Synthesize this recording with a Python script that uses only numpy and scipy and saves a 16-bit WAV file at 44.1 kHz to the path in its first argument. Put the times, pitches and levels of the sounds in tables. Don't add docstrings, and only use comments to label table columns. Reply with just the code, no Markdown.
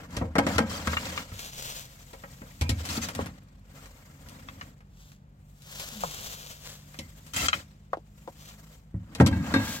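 import sys
import numpy as np
from scipy import signal
from scipy.fft import rfft, irfft, next_fast_len
from scipy.io import wavfile

SR = 44100
rng = np.random.default_rng(int(sys.argv[2]) if len(sys.argv) > 2 else 0)


def transcribe(signal):
    frames = np.atleast_2d(signal).T
    limited = np.clip(frames, -1, 1)
    pcm = np.round(limited * 32767).astype(np.int16)
    wavfile.write(sys.argv[1], SR, pcm)


N = 432180
TIME = np.arange(N) / SR
AGE = TIME[:32768]
ONSET = round(.03 * SR)

# start_s, length_s, hiss_db, bite_db
STROKES = [(0.0, 0.037, -57, 8), (0.149, 0.061, -53.5, 9.5), (0.49, 0.069, -40.5, 6),
           (0.717, 0.085, -46.5, 5), (0.912, 0.29, -43, -0.5), (1.93, 0.71, -60.5, -1.5),
           (2.884, 0.19, -43, -1), (3.177, 0.052, -52, 9.5), (3.75, 0.1, -61, 3), (3.936, 0.31, -66.5, 3.5),
           (4.335, 0.34, -60, 4), (5.512, 0.24, -72, 0), (6.878, 0.67, -62, -0.5),
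           (7.541, 0.025, -39, -1.5), (8.204, 0.23, -67.5, 0.5), (8.528, 0.22, -63, 0),
           (9.222, 0.36, -57.5, 8), (9.5, 0.17, -51, 7.5)]
# start_s, end_s, level_db
SHOVES = [(0.104, 0.17, -52), (0.515, 0.563, -40.5), (0.693, 0.777, -40), (2.887, 2.98, -34),
          (3.016, 3.05, -33.5), (7.334, 7.366, -34.5), (7.362, 7.467, -29)]
# start_s, thud_db, boom_db, knock_db, clang_db, crunch_db, boom_hz
BLOWS = [(0.167, -31, -37, -39.5, -39.5, -38.5, 190), (0.213, -31, -30.5, -33.5, -42, -72, 220),
         (0.354, -43, -30, -27.5, -28.5, -43.5, 208), (0.3831, -39, -22.5, -23.5, -23.5, -33, 262),
         (0.4661, -54, -29.5, -29.5, -31.5, -38, 221), (0.5818, -54, -34, -25, -22.5, -30.5, 250),
         (0.603, -48, -24, -53, -44.5, -58, 212), (0.872, -31.5, -31, -38.5, -29, -36.5, 182),
         (1.318, -39, -45.5, -56, -50, -72, 170), (2.131, -67, -59, -47.5, -51, -54, 200),
         (2.236, -55, -51, -48, -45.5, -65, 200), (2.416, -50, -45, -50.5, -50.5, -71, 220),
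         (2.612, -23.5, -32.5, -40.5, -37.5, -34.5, 150), (2.693, -23.5, -30, -41, -70, -31, 160),
         (2.976, -56, -31.5, -44, -41.5, -52, 193), (6.989, -46.5, -43, -48, -54, -40.5, 250),
         (7.431, -34, -40, -43.5, -50.5, -59, 230), (8.942, -30.5, -34, -58, -64, -97, 188),
         (9.15, -63, -56, -49, -47.5, -42.5, 200), (9.1998, -23.5, -13.5, -21, -24.5, -41, 189),
         (9.2078, -34, -12, -39, -40, -41, 181), (9.263, -43, -25, -37.5, -33.5, -30, 199),
         (9.314, -25, -37, -47, -54, -60, 130), (9.359, -38, -34, -57, -57, -63, 160),
         (9.539, -30, -24.5, -32.5, -31, -38, 260), (9.561, -34.5, -24, -42, -48, -62, 273)]
# pitch_hz, width_hz, level_db
FLOOR_MODES = [(69, 6.3, -7), (80.6, 5.2, 6.5), (101.6, 15, -0.5), (138.4, 25, -5.5), (178, 16, -1),
               (209.5, 11, -1.5), (231.6, 12, -2.5), (266, 16, -1), (315.2, 16, -4.5)]
# pitch_hz, base_width_hz, level_db
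BLADE_MODES = [(1330, 61, 0), (2045, 120, -3), (2517, 52, -3.5), (2680, 30, -4), (3160, 35, 2.5),
               (3353, 46, -8), (3970, 60, -4), (4630, 80, -4), (5400, 130, -8), (6210, 220, -6),
               (7250, 280, -4.5)]
# low_hz, high_hz
BLADE_REGISTERS = [(350, 2200), (2200, 16000)]


def scraping(efforts, pings):
    # frequency_hz, level_db
    load_spectrum = [(350, -2), (520, 7), (870, 0.5), (1300, 0), (1700, -3), (2350, -4.5), (3250, -2),
                     (5000, -4.5), (6200, -8), (7400, -8.5), (9900, -21), (12000, -9), (16000, -14)]
    slips = drift(70)
    fractures = grains(14000, 3.0) + amp(-14.5) * grains(75, 3.6)
    crumbs = colour(fractures + amp(-4.5) * pings, load_spectrum)
    grind = amp(2.9 * slips) * unit(band(crumbs, 380, 2100))
    hiss = amp(2.7 * slips) * unit(band(crumbs, 1980, 9270, order=5))
    spray = amp(2.0 * slips) * unit(band(crumbs, 7260, SR / 2, order=5))
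    usual_hiss_db = -45
    out = np.zeros((2, N))
    for envelope, (s, _, db, bite_db) in zip(efforts, STROKES):
        span = audible(envelope)
        spray_db = -6 - 0.38 * bite_db - 0.4 * (db - usual_hiss_db)
        stroke = hiss[:, span] + amp(bite_db) * grind[:, span] + amp(spray_db) * spray[:, span]
        out[:, span] += amp(db - 2.65) * envelope[span] * stereo(stroke, lag_at(s), scatter_db=2.0)
    return out


def grit(per_s=900, low_hz=900, high_hz=9000, spread_db=3, t60_s=0.038):
    age, streams = AGE[:1024], []
    for chance in rng.random((3, round(per_s * N / SR), 4)):
        when, pitch, size, phase = chance.T[..., None]
        hz = low_hz + (high_hz - low_hz) * pitch
        strength = amp(-spread_db * np.log(size + .01))
        pings = strength * fade(t60_s)[:len(age)] * np.sin(2 * np.pi * (hz * age + phase))
        samples = (when * N).astype(int) + np.arange(len(age))
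        streams.append(np.bincount(samples.ravel(), pings.ravel(), N)[:N])
    return unit(np.array(streams))


def shoves(pings, sing_db=-1.5, waver_db=5):
    # frequency_hz, level_db
    rasp_spectrum = [(330, -22), (700, -13), (1340, -14), (3100, -14.5), (6100, -17.5), (16000, -23)]
    rasp = (grains(12000, 2.7) + amp(-8) * pings) * amp(0.98 * drift(190))
    tones = sum(resonate(rasp, [mode], damping=0.74) * amp(waver_db * drift(35)) for mode in BLADE_MODES)
    steel = unit(unit(colour(rasp, rasp_spectrum)) + amp(sing_db) * unit(tones))
    out = np.zeros((2, N))
    for start, end, db in SHOVES:
        envelope = pressure(start, end)
        span = audible(envelope)
        out[:, span] += amp(db) * envelope[span] * stereo(steel[:, span], lag_at(start), scatter_db=3.0)
    return out


def bed_blows():
    # pitch_hz, base_width_hz, level_db
    panel_modes = [(457, 14, 1), (535, 41, 2.5), (639, 37, -2), (759, 23, -3), (823, 22, -3.5),
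                   (963, 110, -3.5), (1293, 28, -0.5), (1580, 21, 0.5), (1872, 38, -7), (2230, 44, -3)]
    # low_hz, high_hz
    registers = [(350, 1000), (1000, 2200), (2200, 16000)]
    out = np.zeros((2, N))
    for s, thud_db, boom_db, *levels_db, boom_hz in BLOWS:
        force = contact(0.075, crumble_db=19)
        shudder = amp(-27) * band(rng.standard_normal(force.shape), 51, 2800, order=1) * fade(0.28)
        panels = resonate(force + shudder, panel_modes, damping=1.1)
        crunch = amp(-8.5) * band(band(force, 150, 4000, order=1), 60, 11000, order=1)
        blade = amp(-7.0) * resonate(force, BLADE_MODES, damping=0.3)
        blow = stereo(panels + crunch + blade, lag_at(s), scatter_db=-1.0)
        add(out, s, weigh(blow, registers, levels_db))
        add(out, s, floor_boom(thud_db, boom_db, boom_hz)[None])
    return out


def floor_boom(thud_db, boom_db, boom_hz):
    thud_top_hz, focus_db_per_octave, t60_cycles = 120, 17, 27.5
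    thud, boom = np.zeros((2, len(AGE)))
    for hz, width, db in FLOOR_MODES:
        free_t60_s = np.log(1000) / (np.pi * width)
        decay = fade(t60_cycles / hz) + amp(-6) * fade(1.8 * free_t60_s)
        swing = np.sin(2 * np.pi * hz * (1 + rng.normal(0, 0.024)) * AGE) * decay
        swing *= amp(db - focus_db_per_octave * abs(np.log2(hz / boom_hz)) + rng.normal(0, 6.8))
        if hz > thud_top_hz:
            boom += swing
        else:
            thud += swing
    thud, boom = band(thud, 50, 220, order=2), band(boom, 110, 450, order=2)
    return amp(thud_db) * thud / thud[:ONSET].std() + amp(boom_db) * boom / boom[:ONSET].std()


def blade_clinks(reference_hz=1340):
    # start_s, body_db, edge_db, pitch_hz, top_hz (low where a clod cushions the contact)
    clinks = [(0.932,-34.5,-43,1160,1900),(0.969,-31,-30.5,1200,2800),(1.176,-35,-39.5,1210,4500),(4.486,-45,-50,1114,3800),(4.611,-42,-50,1220,5200),
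              (7.484,-27,-27,1337,6950),(7.53,-26,-28.5,1320,2980)]
    out = np.zeros((2, N))
    for s, *levels_db, pitch_hz, top_hz in clinks:
        force = band(contact(0.067, crumble_db=11), 300, top_hz)
        modes = [(hz * pitch_hz / reference_hz, width, db) for hz, width, db in BLADE_MODES]
        steel = resonate(force, modes, damping=2.5) + amp(-17) * band(force, 700, 6600, order=1)
        add(out, s, weigh(stereo(steel, lag_at(s), scatter_db=-2.5), BLADE_REGISTERS, levels_db))
    return out


def blade_rings():
    # start_s, level_db, pitch_hz, t60_s
    rings = [(2.61, -38.5, 2410, 0.36), (6.989, -46, 2060, 0.23)]
    out = np.zeros((2, N))
    for s, db, hz, t60_s in rings:
        tone = unit(resonate(rng.standard_normal((3, len(AGE))), [(hz, 45, 0)], damping=0.75))
        add(out, s, amp(db) * fade(t60_s) * stereo(tone, lag_at(s)))
    return out


def handle_knocks():
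    # start_s, peak_db, pitch_hz
    knocks = [(3.191, -17.5, 645), (6.036, -14, 775), (7.932, -12, 830), (7.971, -28, 493),
              (8.276, -29, 606)]
    out = np.zeros((2, N))
    for s, peak_db, hz in knocks:
        force = contact(0.061, crumble_db=14)
        clack = band(force, hz * 0.58, hz * 1.58) + amp(-27.5) * band(force, 2840, 4300, order=1)
        wood = stereo(clack, lag_at(s), scatter_db=-6.0)
        add(out, s, amp(peak_db) * wood / np.abs(wood).max())
    return out


def clod_crunches():
    # start_s, crunch_db, crackle_db
    crunches = [(1.392, -50, -43), (2.853, -45.5, -41.5), (3.087, -39, -41), (3.15, -45, -41.5),
                (3.26, -43.5, -48.5), (3.858, -55.5, -56.5), (4.287, -66, -51.5), (4.806, -61, -72),
                (5.118, -63.5, -62.5), (5.62, -77, -59.5), (5.798, -48, -41.5), (6.943, -51.5, -58),
                (7.265, -61, -55)]
    out = np.zeros((2, N))
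    for s, *levels_db in crunches:
        burst = band(contact(0.09, crumble_db=18.5), 450, 6300, order=1)
        add(out, s, weigh(stereo(burst, lag_at(s), scatter_db=-2.5), BLADE_REGISTERS, levels_db))
    return out


def railing(touches_per_s=350, chatter_t60_s=0.79):
    # pitch_hz, level_db
    partials = [(890,1.5),(1180,-5),(1585,3.5),(1645,5),(1960,-3),(2226,0),(2655,-1.5),(3690,-4),(4050,-12),(4270,-4),(5260,-16)]
    # start_s, level_db
    jolts = [(9.326, -38), (9.441, -47), (9.539, -26), (9.558, -34), (9.67, -41)]
    modes = [(hz, 20, db) for hz, db in partials]
    out = np.zeros((2, N))
    for s, db in jolts:
        touches = amp(12) * grains(touches_per_s, 1.3, len(AGE)) * fade(chatter_t60_s)
        force = contact(0.035, crumble_db=15.0) + touches / np.sqrt(chatter_t60_s * SR)
        tubes = stereo(resonate(force, modes, damping=0.92), lag_at(s), scatter_db=-8.5)
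        add(out, s, weigh(tubes, [(700, 7000)], [db]))
    return out


def showers(clump_db=2.1, clumps_per_s=70):
    # frequency_hz, level_db
    landing_spectrum = [(200, 1), (350, -7.5), (520, 2), (900, -2.5), (1450, 0.5), (2200, -2.5),
                        (3300, 2.5), (5000, -0.5), (7400, 1.5), (9500, -11), (12000, -4.5), (16000, -7.5)]
    # start_s, length_s, level_db, right_lag_ms
    slides = [(1.38, 0.093, -42.5, 0.32), (1.593, 0.2, -40, 0.35), (5, 0.1, -59, 0.257),
              (5.738, 0.18, -41.5, 0.2), (6.023, 0.28, -42, 0.29), (6.339, 0.19, -46, 0.32),
              (6.663, 0.075, -47, -0.096), (8.412, 0.079, -53, 0.33), (9.665, 0.092, -36, 0.078)]
    crumbs, pellets = grains(22000, 4.1), amp(-7) * grains(130, 3.8)
    shower = unit(colour(crumbs + pellets, landing_spectrum) * amp(clump_db * drift(clumps_per_s)))
    out = np.zeros((2, N))
    for s, length, db, lag_ms in slides:
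        envelope = effort(s, length, attack_s=0.051, release_s=0.041)
        span = audible(envelope)
        out[:, span] += amp(db) * envelope[span] * stereo(shower[:, span], lag_ms, scatter_db=-7.0)
    return out


def floor_rumble(efforts, tumble_rise_s=0.016, tumble_decay_s=0.14):
    power = sum((amp(db - 8) * pressure(start, end)[None]) ** 2 for start, end, db in SHOVES)
    for envelope, (_, _, db, bite_db) in zip(efforts, STROKES):
        power += (amp(db + 1.66 * bite_db) * envelope) ** 2
    tumble = (1 - np.exp(-AGE / tumble_rise_s)) * np.exp(-AGE / tumble_decay_s)
    for s, _, boom_db, *_ in BLOWS:
        add(power, s, (amp(boom_db - 8.5) * tumble[None]) ** 2)
    lumps = stereo(grains(400, 3.0), lag_ms=0.18)
    return np.sqrt(power) * unit(band(resonate(lumps, FLOOR_MODES, damping=1.0), 38, 320))


def wall_echoes(x):
    # left_delay_ms, right_delay_ms, level_db
    echoes = [(4.303, 3.7, -13.5), (7.199, 7.4, -15.5)]
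    out, bright = x.copy(), band(x, 300, 11000, order=1)
    for *delays_ms, db in echoes:
        for side, ms in enumerate(delays_ms):
            out[side] += amp(db) * np.interp(TIME - ms / 1000, TIME, bright[side], left=0)
    return out


def low_tone(start_s=5.9, length_s=0.23, start_hz=251.3, fall_hz_per_s=513):
    age = np.clip(TIME - start_s, 0, length_s)
    turns = start_hz * age - fall_hz_per_s * age ** 2 / 2
    return amp(-43.5 + 4.4 * drift(60)) * np.sin(np.pi * age / length_s) * np.sin(2 * np.pi * turns)


def engine_idle():
    # time_s, firing_hz
    firing = [(1.8, 44), (3.5, 47.7), (4.8, 48), (9.8, 52.6)]
    # harmonic_number, level_db
    harmonics = [(1, -59), (2, -65), (3, -58), (4, -65.5)]
    firing_hz = np.interp(TIME, *np.transpose(firing)) * (1 + 0.0076 * drift(10))
    turns = np.cumsum(firing_hz) / SR
    return sum(amp(db + 2.5 * drift(9)) * np.sqrt(2) * np.sin(2 * np.pi * (k * turns + rng.random()))
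               for k, db in harmonics)


def open_field(level_db=-55.5):
    # frequency_hz, level_db
    air_spectrum = [(25, -20.5), (45, 7.5), (200, -1), (330, -15.5), (700, -17.5), (3000, -31.5),
                    (16000, -57)]
    air = stereo(rng.standard_normal((3, N)), lag_ms=0.36)
    return amp(level_db) * unit(colour(air, air_spectrum))


def effort(start, length, attack_s, release_s):
    sag_db_per_s, trickle_db, trickle_s = 2, -16, 0.32
    before, after = np.maximum(start - TIME, 0), np.maximum(TIME - start - length, 0)
    attack = np.exp(-before / min(attack_s, length / 2))
    hold = amp(-sag_db_per_s * np.clip(TIME - start - length / 2, -length / 2, length / 2))
    release = np.exp(-after / min(release_s, length))
    trickle = amp(trickle_db) * np.sqrt(length / trickle_s) * np.exp(-after / trickle_s)
    return attack * hold * (release + trickle)


def pressure(start, end):
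    return np.interp(TIME, [start, start + 0.00215, end, end + 0.015], [0, 1, 1, 0], left=0, right=0)


def contact(t60_s, crumble_db):
    force = amp(crumble_db) * grains(9000, 7.0, len(AGE)) * fade(t60_s) / np.sqrt(t60_s * SR)
    force[:, 0] += [1, .5, -.5]
    return force


def grains(per_s, spread_db, size=N):
    strength = amp(spread_db * np.minimum(rng.exponential(1, (3, size)), 4))
    sign = rng.choice([-1, 1], (3, size))
    return unit(strength * sign * (rng.random((3, size)) < per_s / SR))


def resonate(x, modes, damping):
    out = 0
    for k, (hz, width, db) in enumerate(modes):
        radius = np.exp(-np.pi * width * damping / SR)
        numerator = np.array([1, 0, -1]) * (1 - radius ** 2) / 2
        denominator = [1, -2 * radius * np.cos(2 * np.pi * hz / SR), radius ** 2]
        out = out + (-1) ** k * amp(db) * signal.lfilter(numerator, denominator, x + 1e-18)
    return out


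def stereo(streams, lag_ms, scatter_db=0):
    # frequency_hz, level_db
    scattering = [(80, -24.5), (250, -20.5), (600, -8), (1200, 0), (3000, 4.5), (7000, 6), (14000, 19)]
    hz, (direct, *diffuse) = bins(streams), rfft(streams)
    scatter = amp(at_hz(scattering, hz) + scatter_db)
    delay = np.exp(-2j * np.pi * hz * np.array([[0], [lag_ms]]) / 1000)
    sides = (direct * delay + scatter * np.array(diffuse)) / np.sqrt(1 + scatter ** 2)
    return irfft(sides, streams.shape[-1])


def lag_at(s):
    # start_s, right_lag_ms
    places = [(0, 0.17), (1.3, 0.31), (3.12, 0.24), (3.6, 0.16), (4.2, 0.31), (7.8, 0.16), (8.7, 0.13)]
    return [lag_ms for start, lag_ms in places if start <= s][-1]


def weigh(sound, registers, levels_db):
    parts = [band(sound, low, high) for low, high in registers]
    return sum(amp(db) * part / part[:, :ONSET].std() for part, db in zip(parts, levels_db))


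def audible(envelope):
    heard = np.flatnonzero(envelope > .003)
    return slice(heard[0], heard[0] + next_fast_len(heard[-1] - heard[0]))


def fade(t60_s):
    return amp(-60 * AGE / t60_s)


def drift(per_s):
    return np.interp(TIME * per_s, np.arange(8192), rng.standard_normal(8192))


def band(x, low, high, order=3):
    sections = signal.butter(order, [low, min(high, .45 * SR)], "band", fs=SR, output="sos")
    return signal.sosfilt(sections, x + 1e-18)


def colour(x, spectrum):
    return irfft(rfft(x) * amp(at_hz(spectrum, bins(x))))


def at_hz(points, hz):
    frequencies, values = np.transpose(points)
    return np.interp(np.log(np.maximum(hz, 1)), np.log(frequencies), values)


def bins(x):
    return np.fft.rfftfreq(x.shape[-1], 1 / SR)


def amp(db):
    return 10 ** (np.asarray(db) / 20)


def unit(x):
    return x / np.sqrt(np.mean(x ** 2) + 1e-20)


def add(out, s, sound):
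    start = round(s * SR)
    out[:, start:start + sound.shape[-1]] += sound[:, :N - start]


def scene():
    efforts = [effort(start, length, attack_s=0.094, release_s=0.046) for start, length, *_ in STROKES]
    pings = grit()
    hits = bed_blows() + blade_clinks() + blade_rings() + handle_knocks() + clod_crunches() + railing()
    shovels = wall_echoes(hits + scraping(efforts, pings) + shoves(pings))
    return shovels + showers() + low_tone() + floor_rumble(efforts) + engine_idle() + open_field()


def record(dry):
    # frequency_hz, right_minus_left_db
    right_colour = [(100, 0.14), (1200, -2.5), (2800, -0.5), (5000, -2.5), (7700, -2), (8900, -16), (11500, -4),
                    (13000, -11)]
    cutoff_hz = 15900
    right = amp(at_hz(right_colour, bins(dry)))
    balance = np.array([np.ones_like(right), right]) * np.sqrt(2 / (1 + right ** 2))
    heard = irfft(rfft(dry) * balance)
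    low_pass = signal.ellip(12, .1, 90, cutoff_hz, fs=SR, output="sos")
    return signal.sosfilt(low_pass, np.clip(heard, -1, 1))


dry = scene()
out = record(dry)
transcribe(out)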